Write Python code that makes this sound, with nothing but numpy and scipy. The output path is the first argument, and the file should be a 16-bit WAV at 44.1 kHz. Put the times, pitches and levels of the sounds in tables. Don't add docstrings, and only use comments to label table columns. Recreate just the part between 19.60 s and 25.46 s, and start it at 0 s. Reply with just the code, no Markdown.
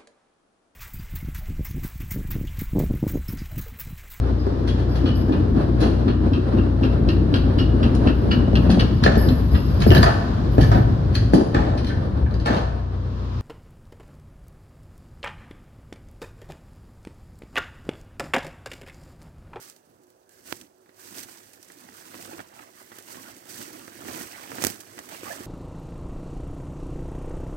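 import sys
import numpy as np
from scipy import signal
from scipy.fft import rfft, irfft, next_fast_len
from scipy.io import wavfile
from scipy.ndimage import uniform_filter1d, map_coordinates

SR = 44100
rng = np.random.default_rng(int(sys.argv[2]) if len(sys.argv) > 2 else 0)


def waveform_to_disk(signal):
    frames = np.transpose(np.atleast_2d(signal))
    scaled = np.clip(frames, -1, 1) * 32767
    samples = np.round(scaled).astype(np.int16)
    wavfile.write(sys.argv[1], SR, samples)


N = 258425

# start_s, level_db, pitch_hz, rise_s
TWIG_TICKS = [(.0975, -29, 6500, .0003), (.162, -37, 4400, .0003), (.434, -42, 7500, .002),
              (.468, -49, 7500, .001), (.5013, -44, 14000, .0003), (.6913, -38.5, 7500, 0.00044),
              (0.9646, -25, 9180, .002), (1.0118, -26.5, 3730, 0.00037), (1.629, -13, 7920, 0.0043),
              (1.931, -25, 7520, .004), (2.0263, -27, 6050, 0.0011), (2.045, -34, 6000, .001),
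              (2.084, -34, 6000, .001), (2.118, -28.5, 9300, 0.0016), (2.2034, -36, 8380, .0003),
              (2.3673, -28, 8650, 0.0018), (2.6218, -22, 8210, 0.0017), (3.3843, -24.5, 15000, 0.00036),
              (3.4226, -31, 8610, .001), (4.0694, -37, 14500, .0003), (4.1275, -21, 7190, .003),
              (4.9518, -24, 14200, 0.00044), (5.202, -14.5, 9020, 0.0042), (5.3887, -22.5, 6260, 0.00038),
              (5.488, -18, 9010, 0.0038)]
# start_s,
# level_db, brightness_db (crack against push)
STICK_KNOCKS = [(0.012, -49, 8), (1.259, -47.5, -0.5), (1.291, -41.5, -1), (1.685, -44.5, 10),
                (2.1, -42.5, 8), (2.542, -37, 7), (2.652, -35.5, 2), (2.731, -28, -4.5),
                (2.781, -37.5, 5.5), (2.792, -30, 4), (2.802, -28.5, 1.5), (3.317, -34.5, 2),
                (3.385, -34.5, 1), (3.554, -33, -4), (3.57, -32, -3), (4.278, -28.5, -2.5),
                (4.483, -26, 1.5), (4.916, -34, 9.5), (4.982, -30, 8.5), (5.379, -40.5, 11.5),
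                (5.388, -36, 10), (5.632, -24, -7.5), (5.805, -22.5, -8.5)]
# start_s, push_level_db, push_width_s, splash_level_db, splash_t60_s
CAMERA_SLAPS = [(0.923, -29.5, 0.00016, -24.5, 0.025), (.926, -6, .00008, -24.5, 0.011),
                (5.0225, -44, .0002, -20.5, 0.026), (5.0394, -5, 0.00011, -5, .009),
                (5.0423, -29, 0.00023, -14, .006), (5.048, -13.5, 0.00047, -5.5, 0.011),
                (5.068, -14, 0.00045, -7.5, 0.012), (5.1002, -45.5, .00023, -24.5, 0.036)]
# start_s, length_s, start_pitch_hz, end_pitch_hz, level_db
STEM_SCRAPES = [(.62, 0.26, 1620, 1685, -64), (1.36, .1, 1550, 1690, -56), (2.701, 0.041, 845, 703, -42.5),
                (3.521, 0.13, 1050, 960, -50.5), (3.623, 0.1, 1200, 1715, -49),
                (5.654, 0.049, 1125, 1360, -39), (5.681, 0.064, 595, 645, -37.5),
                (5.688, 0.058, 1507, 1900, -37)]
# time_s, level_db
RUSTLE_LEVEL = [(0, -73), (.2, -69), (.66, -73), (.88, -64), (1.09, -73), (1.33, -66.5), (1.58, -51),
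                (1.99, -59.5), (2.66, -48.5), (2.87, -61), (3.12, -60), (3.66, -52), (3.8, -55.5),
                (4.1, -49), (4.38, -51.5), (4.97, -48), (5.27, -54), (5.86, -48.5)]
# start_s, time_under_load_s, crushed_grass_level_db, ground_level_db
FOOTSTEPS = [(.25, 0.21, -80, -63), (.88, .14, -64, -53.5), (1.52, 0.058, -58, -49.5),
             (2.25, 0.03, -59, -55), (2.53, .27, -49.5, -49.5), (2.93, 0.1, -49, -55),
             (3.55, 0.14, -50.5, -52), (3.91, .26, -50.5, -50), (4.46, 0.15, -40, -40.5),
             (4.95, 0.12, -39.5, -40), (5.29, 0.24, -52.5, -50.5), (5.62, 0.22, -49.5, -46.5)]
# start_s, length_s, leaf_level_db, dry_stalk_level_db
BRANCH_BRUSHES = [(0, 0.083, -49.5, -57), (0.72, 0.078, -60.5, -68), (0.882, 0.026, -44.5, -48.5),
                  (0.952, .05, -54, -69), (1.4, 0.12, -50.5, -59), (1.558, 0.022, -40.5, -49),
                  (1.676, 0.094, -54, -66), (2.342, 0.28, -56, -72), (2.58, 0.21, -54, -56),
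                  (2.946, 0.083, -58, -63), (3.171, 0.049, -54, -53), (3.32, .07, -55, -53),
                  (3.496, 0.026, -45, -46), (3.58, 0.12, -54.5, -53), (3.902, 0.13, -42.5, -55),
                  (4.469, .16, -42.5, -53), (4.715, 0.1, -53.5, -43.5), (5.025, 0.042, -34, -45),
                  (5.517, 0.044, -47, -43), (5.638, 0.095, -45, -40.5)]
# frequency_hz, density_db (per Hz)
LEAF_SPECTRUM = [(300, -7.5), (900, -11.5), (1600, 0), (2200, -3.5), (2900, -3), (3700, -4.5), (4650, -0.5),
                 (5250, -0.5), (6050, 0.5), (6800, -1.5), (7900, 1.5), (9300, -3), (10100, -6),
                 (12500, -1.5), (16000, -5)]
# frequency_hz, density_db (per Hz)
GRASS_SPECTRUM = [(150, -33.5), (450, -10.5), (650, -1.5), (950, -2), (1400, -3), (1950, -4), (2400, -8),
                  (3000, -7.5), (4200, -10), (9000, -46)]
# frequency_hz, density_db (per Hz)
GROUND_SPECTRUM = [(20, -32), (45, -17.5), (100, -7.5), (122, -6), (145, -8), (170, -6.5), (245, -1),
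                   (290, 0.5), (342, 2), (405, -8.5), (480, -8.5), (700, -16.5), (1500, -27), (4000, -68)]
# frequency_hz, density_db (per Hz)
WOOD_SPECTRUM = [(150, -24), (400, -2), (700, 1.5), (1100, 1), (1900, 0), (2700, -9.5), (4500, -14),
                 (9000, -30)]
# frequency_hz, density_db (per Hz)
AIR_SPECTRUM = [(20, -13), (90, -7.5), (200, -6), (340, -4.5), (500, -0.5), (820, -3.5), (1100, -9),
                (1650, -13.5), (2150, -40), (2900, -38), (4200, -31), (6500, -25), (16000, -36)]
# pitch_hz, width_hz, strength_db
BODY_MODES = [(110.4, 16, -4), (255, 92, -1.5), (326, 63, 5.5), (500, 38, -3), (630, 210, -50)]
# pitch_hz, width_hz, strength_db
CASE_MODES = [(103.7, 10.4, -6), (453, 20, -14), (1945, 33, -10), (4590, 69, -8.5), (5920, 130, -7),
              (6200, 46, -4), (7580, 50, -11), (8870, 160, -2), (9360, 120, -6.5)]
# frequency_hz, left_minus_right_db
PORT_SHADE = [(60, -9), (120, -9), (350, -4), (700, -5), (1300, -7), (2400, -8), (4400, -9), (8000, -9),
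              (15000, -5.5)]
# frequency_hz, likeness (0-1, no unit)
PORT_LIKENESS = [(100, 1), (500, 0.77), (1000, 0.72), (2000, 0.053), (12000, 0.1)]

PORT_LAG_S = 20 / SR
LOW_CUT_HZ, TOP_HZ = 53, 15950
RUSTLE_LEAVES_DB, RUSTLE_GRASS_DB, RUSTLE_GROUND_DB = -.5, -2.5, -4.5
STEP_ATTACK_S, STEP_RELEASE_S, STEP_BUILD_DB = 0.18, 0.12, 3.5
BRUSH_ATTACK_S, BRUSH_RELEASE_S, BRUSH_BUILD_DB = 0.051, 0.1, 1.5
BRUSH_GROUND_DB = -13
STRAY_TICKS_PER_S, STRAY_TICK_RISE_S = 7, .0006
STRAY_TICK_DB, STRAY_TICK_HZ, STRAY_TICK_OCTAVES = 9.5, 7300, .35
STRAY_KNOCKS_PER_S, STRAY_KNOCK_DB, STRAY_KNOCK_BRIGHT_DB = 8, 9, 2.5
STRAY_SCATTER_DB = 1
SHIVER_DB, SHIVER_T60_S = -4, 0.048
HUM_HZ, HUM_DB, HUM_WAVER_DB = 372.4, -67.5, 3


def walk():
    rustle = curve(RUSTLE_LEVEL)
    step = lambda rows: strokes(rows, STEP_ATTACK_S, STEP_RELEASE_S, STEP_BUILD_DB)
    brush = lambda rows: strokes(rows, BRUSH_ATTACK_S, BRUSH_RELEASE_S, BRUSH_BUILD_DB)
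    swept = brush([(s, length, db) for s, length, db, _ in BRANCH_BRUSHES])
    bent = brush([(s, length, db) for s, length, _, db in BRANCH_BRUSHES])
    crushed = step([(s, length, db) for s, length, db, _ in FOOTSTEPS])
    trodden = step([(s, length, db) for s, length, _, db in FOOTSTEPS])
    leaf_power = amp(rustle + RUSTLE_LEAVES_DB) ** 2 + swept
    grass_power = amp(rustle + RUSTLE_GRASS_DB) ** 2 + bent + crushed
    clothing_rub = amp(BRUSH_GROUND_DB) ** 2 * swept
    ground_power = amp(rustle + RUSTLE_GROUND_DB) ** 2 + trodden + clothing_rub
    return 10 * np.log10([leaf_power, grass_power, ground_power])


def leaves(sweep_db):
    crackle = grains(rate=1400, top_hz=14000, cycles=.8, spread_db=3.5, size=64)
    rub = rng.standard_normal((2, N)) + amp(-4) * crackle
    flutter = np.sqrt(1 + amp(-19) * flicks(rate=170, spread_db=5.5))
    hiss = unit(coloured(rub * flutter, LEAF_SPECTRUM))
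    return amp(sweep_db + 4.5 + 1.34 * wobble(60)) * hiss


def grass(crush_db):
    breaks = grains(rate=1000, top_hz=3000, cycles=2, spread_db=2.2, size=300)
    crunch = breaks + amp(3) * rng.standard_normal((2, N))
    clumps = np.sqrt(1 + amp(-15.0) * flicks(rate=60, spread_db=5.0))
    stalks = unit(coloured(patchy(crunch * clumps, depth_db=2.5), GRASS_SPECTRUM))
    return amp(crush_db + 1.0 + 0.41 * wobble(50)) * stalks


def ground(tread_db):
    bumps = grains(rate=300, top_hz=705, cycles=1.92, spread_db=2, size=1200)
    thud = bumps + amp(13.5) * rng.standard_normal((2, N))
    litter = unit(coloured(thud, GROUND_SPECTRUM))
    return amp(tread_db + 2.0 + 1.2 * wobble(25)) * litter


def ticks(sweep_db):
    clicks, shivers = np.zeros((2, N)), np.zeros((2, N))
    t = np.arange(SR // 16) / SR
    lesser = []
    for s, db in strays(STRAY_TICKS_PER_S, sweep_db + STRAY_TICK_DB):
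        hz = STRAY_TICK_HZ * 2 ** (STRAY_TICK_OCTAVES * rng.normal())
        lesser.append((s, db, min(hz, TOP_HZ), STRAY_TICK_RISE_S))
    for s, db, hz, rise_s in TWIG_TICKS + lesser:
        noise = rng.standard_normal((2, len(t)))
        ring = unit(signal.lfilter(*signal.iirpeak(hz, Q=2.6, fs=SR), noise))
        onset = 1 - np.exp(-t / rise_s)
        tremble = fade(t, 0.004) + amp(SHIVER_DB) * fade(t, SHIVER_T60_S)
        add(clicks, s + .001, amp(db - 7) * onset * fade(t, .009) * ring)
        add(shivers, s + .001, amp(db - 11) * onset * tremble * noise)
    return clicks + coloured(shivers, LEAF_SPECTRUM)


def knocks(crush_db):
    pushes, cracks = np.zeros((2, N)), np.zeros((2, N))
    t = np.arange(SR // 8) / SR
    lesser = [(s, db, STRAY_KNOCK_BRIGHT_DB)
              for s, db in strays(STRAY_KNOCKS_PER_S, crush_db + STRAY_KNOCK_DB)]
    for s, db, bright_db in STICK_KNOCKS + lesser:
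        streams = np.array([[1], [rng.normal()]])
        add(pushes, s + .0012, -amp(db + 10) * fade(t, 0.0016) * streams)
        splinter = fade(t, 0.0081) + amp(-5.5) * fade(t, 0.068)
        crack = splinter * rng.standard_normal((2, len(t)))
        add(cracks, s + 0.001187, amp(db + bright_db - 6) * crack)
    return filtered(pushes, body) + coloured(cracks, WOOD_SPECTRUM)


def scrapes():
    track = np.zeros((2, N))
    for s, length, start_hz, end_hz, db in STEM_SCRAPES:
        hz = np.linspace(start_hz, end_hz, int(length * SR))
        grip = np.array([wobble(274) + 1j * wobble(272) for _ in range(2)])[:, :len(hz)]
        carrier = np.exp(2j * np.pi * np.cumsum(hz) / SR)
        rasp = unit((grip * carrier).real)
        add(track, s, amp(db) * np.hanning(len(hz)) * rasp)
    return track


def slaps():
    push, splash = np.zeros(N), np.zeros((2, N))
    t = np.arange(SR // 8) / SR
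    lead_s, rise_s = .001, .0005
    for s, push_db, width_s, splash_db, t60 in CAMERA_SLAPS:
        add(push, s - lead_s, -amp(push_db) * np.exp(-((t - lead_s) / width_s) ** 2))
        shape = (1 - np.exp(-t / rise_s)) * fade(t, t60)
        add(splash, s, amp(splash_db) * shape * rng.standard_normal((2, len(t))))
    leak_hz = 120
    spike = filtered(push, lambda hz: 1j * hz / (leak_hz + 1j * hz))
    ring = amp(-4.5) * filtered(push, body)
    # frequency_hz, density_db
    shake_spectrum = [(25, -24), (70, -2), (130, -6.0), (220, 5.5), (400, -13.5), (800, -28), (4000, -52)]
    shake = amp(-12.5) * coloured(splash, shake_spectrum)
    drag = ports(coloured(splash, LEAF_SPECTRUM) + shake)
    return spike * amp([[-26], [0]]) + ring * amp([[-10], [0]]) + drag * amp([[-3], [0]])


def air():
    sway = np.array([wobble(35) + 1j * wobble(35) for _ in range(2)])
    carrier = np.exp(2j * np.pi * HUM_HZ * np.arange(N) / SR)
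    hum = unit((sway * carrier).real)
    murmur = unit(coloured(rng.standard_normal((2, N)), AIR_SPECTRUM))
    return amp(-61.5) * murmur + amp(HUM_DB + HUM_WAVER_DB * wobble(4.3)) * hum


def ports(pair):
    direct, scattered = pair
    alike = lambda hz: np.clip(along(PORT_LIKENESS, hz), 0, 1)
    left = filtered(direct, lambda hz: alike(hz) * np.exp(-2j * np.pi * hz * PORT_LAG_S))
    left += filtered(scattered, lambda hz: np.sqrt(1 - alike(hz) ** 2))
    shaded = filtered(left, lambda hz: amp(along(PORT_SHADE, hz)))
    return np.array([shaded, direct])


def strokes(rows, attack_s, release_s, build_db):
    t, power = np.arange(N) / SR, np.zeros(N)
    for s, length, db in rows:
        outside = np.maximum(s - t, 0) / attack_s + np.maximum(t - s - length, 0) / release_s
        progress = np.clip((t - s) / length, 0, 1)
        power += amp(db + build_db * (progress - 1.0) - 20 * outside) ** 2
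    return power


def strays(rate, level_db):
    where = rng.integers(N, size=int(rate * N / SR))
    return [(i / SR, level_db[i] + STRAY_SCATTER_DB * rng.normal()) for i in where]


def grains(rate, top_hz, cycles, spread_db, size):
    draw = rng.random((int(rate * N / SR), 5))
    hz = top_hz * (draw[:, 1:2] + .05)
    turns = hz * np.arange(size) / SR
    strength = amp(spread_db * np.minimum(-np.log(draw[:, 2:3]), 4)) * np.sqrt(hz)
    shape = strength * np.exp(-turns / cycles)
    where = ((draw[:, :1] * N).astype(int) + np.arange(size)).ravel()
    streams = []
    for phase in draw.T[3:]:
        sines = shape * np.sin(2 * np.pi * (turns + phase[:, None]))
        streams.append(np.bincount(where, sines.ravel(), N)[:N])
    return unit(np.array(streams))


def flicks(rate, spread_db):
    draw = rng.random((int(rate * N / SR), 2))
    sizes = amp(spread_db * np.minimum(-np.log(draw[:, 1]), 3.5)) ** 2
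    blows = np.bincount((draw[:, 0] * N).astype(int), sizes, N)
    decay = fade(np.arange(SR // 50) / SR, 0.029)
    power = np.abs(signal.fftconvolve(blows, decay)[:N])
    return power / power.mean()


def patchy(x, depth_db):
    z = signal.stft(x, nperseg=512)[2]
    field = uniform_filter1d(rng.standard_normal(z.shape[1:]), size=3, axis=0)
    field = uniform_filter1d(field, size=7, axis=1)
    return signal.istft(z * amp(depth_db * unit(field)), nperseg=512)[1][:, :N]


def resonances(hz, table):
    return sum(amp(db) * 1j * hz * w / (c * c - hz * hz + 1j * hz * w) for c, w, db in table)


def body(hz):
    return resonances(hz, BODY_MODES)


def coloured(x, spectrum, size=4096):
    gain = unit(amp(along(spectrum, np.fft.rfftfreq(size, 1 / SR))))
    cepstrum = irfft(np.log(gain + 1e-6))
    cepstrum[1:size // 2] *= 2
    cepstrum[size // 2 + 1:] = 0
    impulse = irfft(np.exp(rfft(cepstrum)))
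    return signal.fftconvolve(x, impulse[None], axes=1)[:, :N]


def filtered(x, response):
    size = next_fast_len(N + SR // 2)
    return irfft(rfft(x, size) * response(np.fft.rfftfreq(size, 1 / SR)), size)[..., :N]


def amp(db):
    return 10 ** (np.asarray(db) / 20)


def unit(x):
    return x / np.sqrt(np.mean(x ** 2) + 1e-20)


def along(points, hz):
    f, v = np.transpose(points)
    return np.interp(np.log(hz + 1), np.log(f + 1), v)


def curve(rows):
    return np.interp(np.arange(N) / SR, *np.transpose(rows))


def wobble(rate):
    knots = rng.standard_normal(int(N * rate / SR) + 4)
    return map_coordinates(knots, [np.arange(N) * rate / SR])


def fade(t, t60):
    return np.exp(-np.log(1000) * t / max(t60, 1e-4))


def add(track, s, sound):
    part = track[..., max(round(s * SR), 0):][..., :sound.shape[-1]]
    part += sound[..., :part.shape[-1]]


def scene():
    sweep_db, crush_db, tread_db = walk()
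    walker = leaves(sweep_db) + grass(crush_db) + ground(tread_db)
    walker += ticks(sweep_db) + knocks(crush_db) + scrapes()
    return ports(walker + air()) + slaps()


def record(dry):
    low_cut = signal.butter(3, LOW_CUT_HZ, "highpass", fs=SR, output="sos")
    cased = filtered(dry, lambda hz: 1 + resonances(hz, CASE_MODES))
    sound = signal.sosfilt(low_cut, cased)
    return filtered(sound, lambda hz: hz < TOP_HZ)


dry = scene()
out = record(dry)
waveform_to_disk(out)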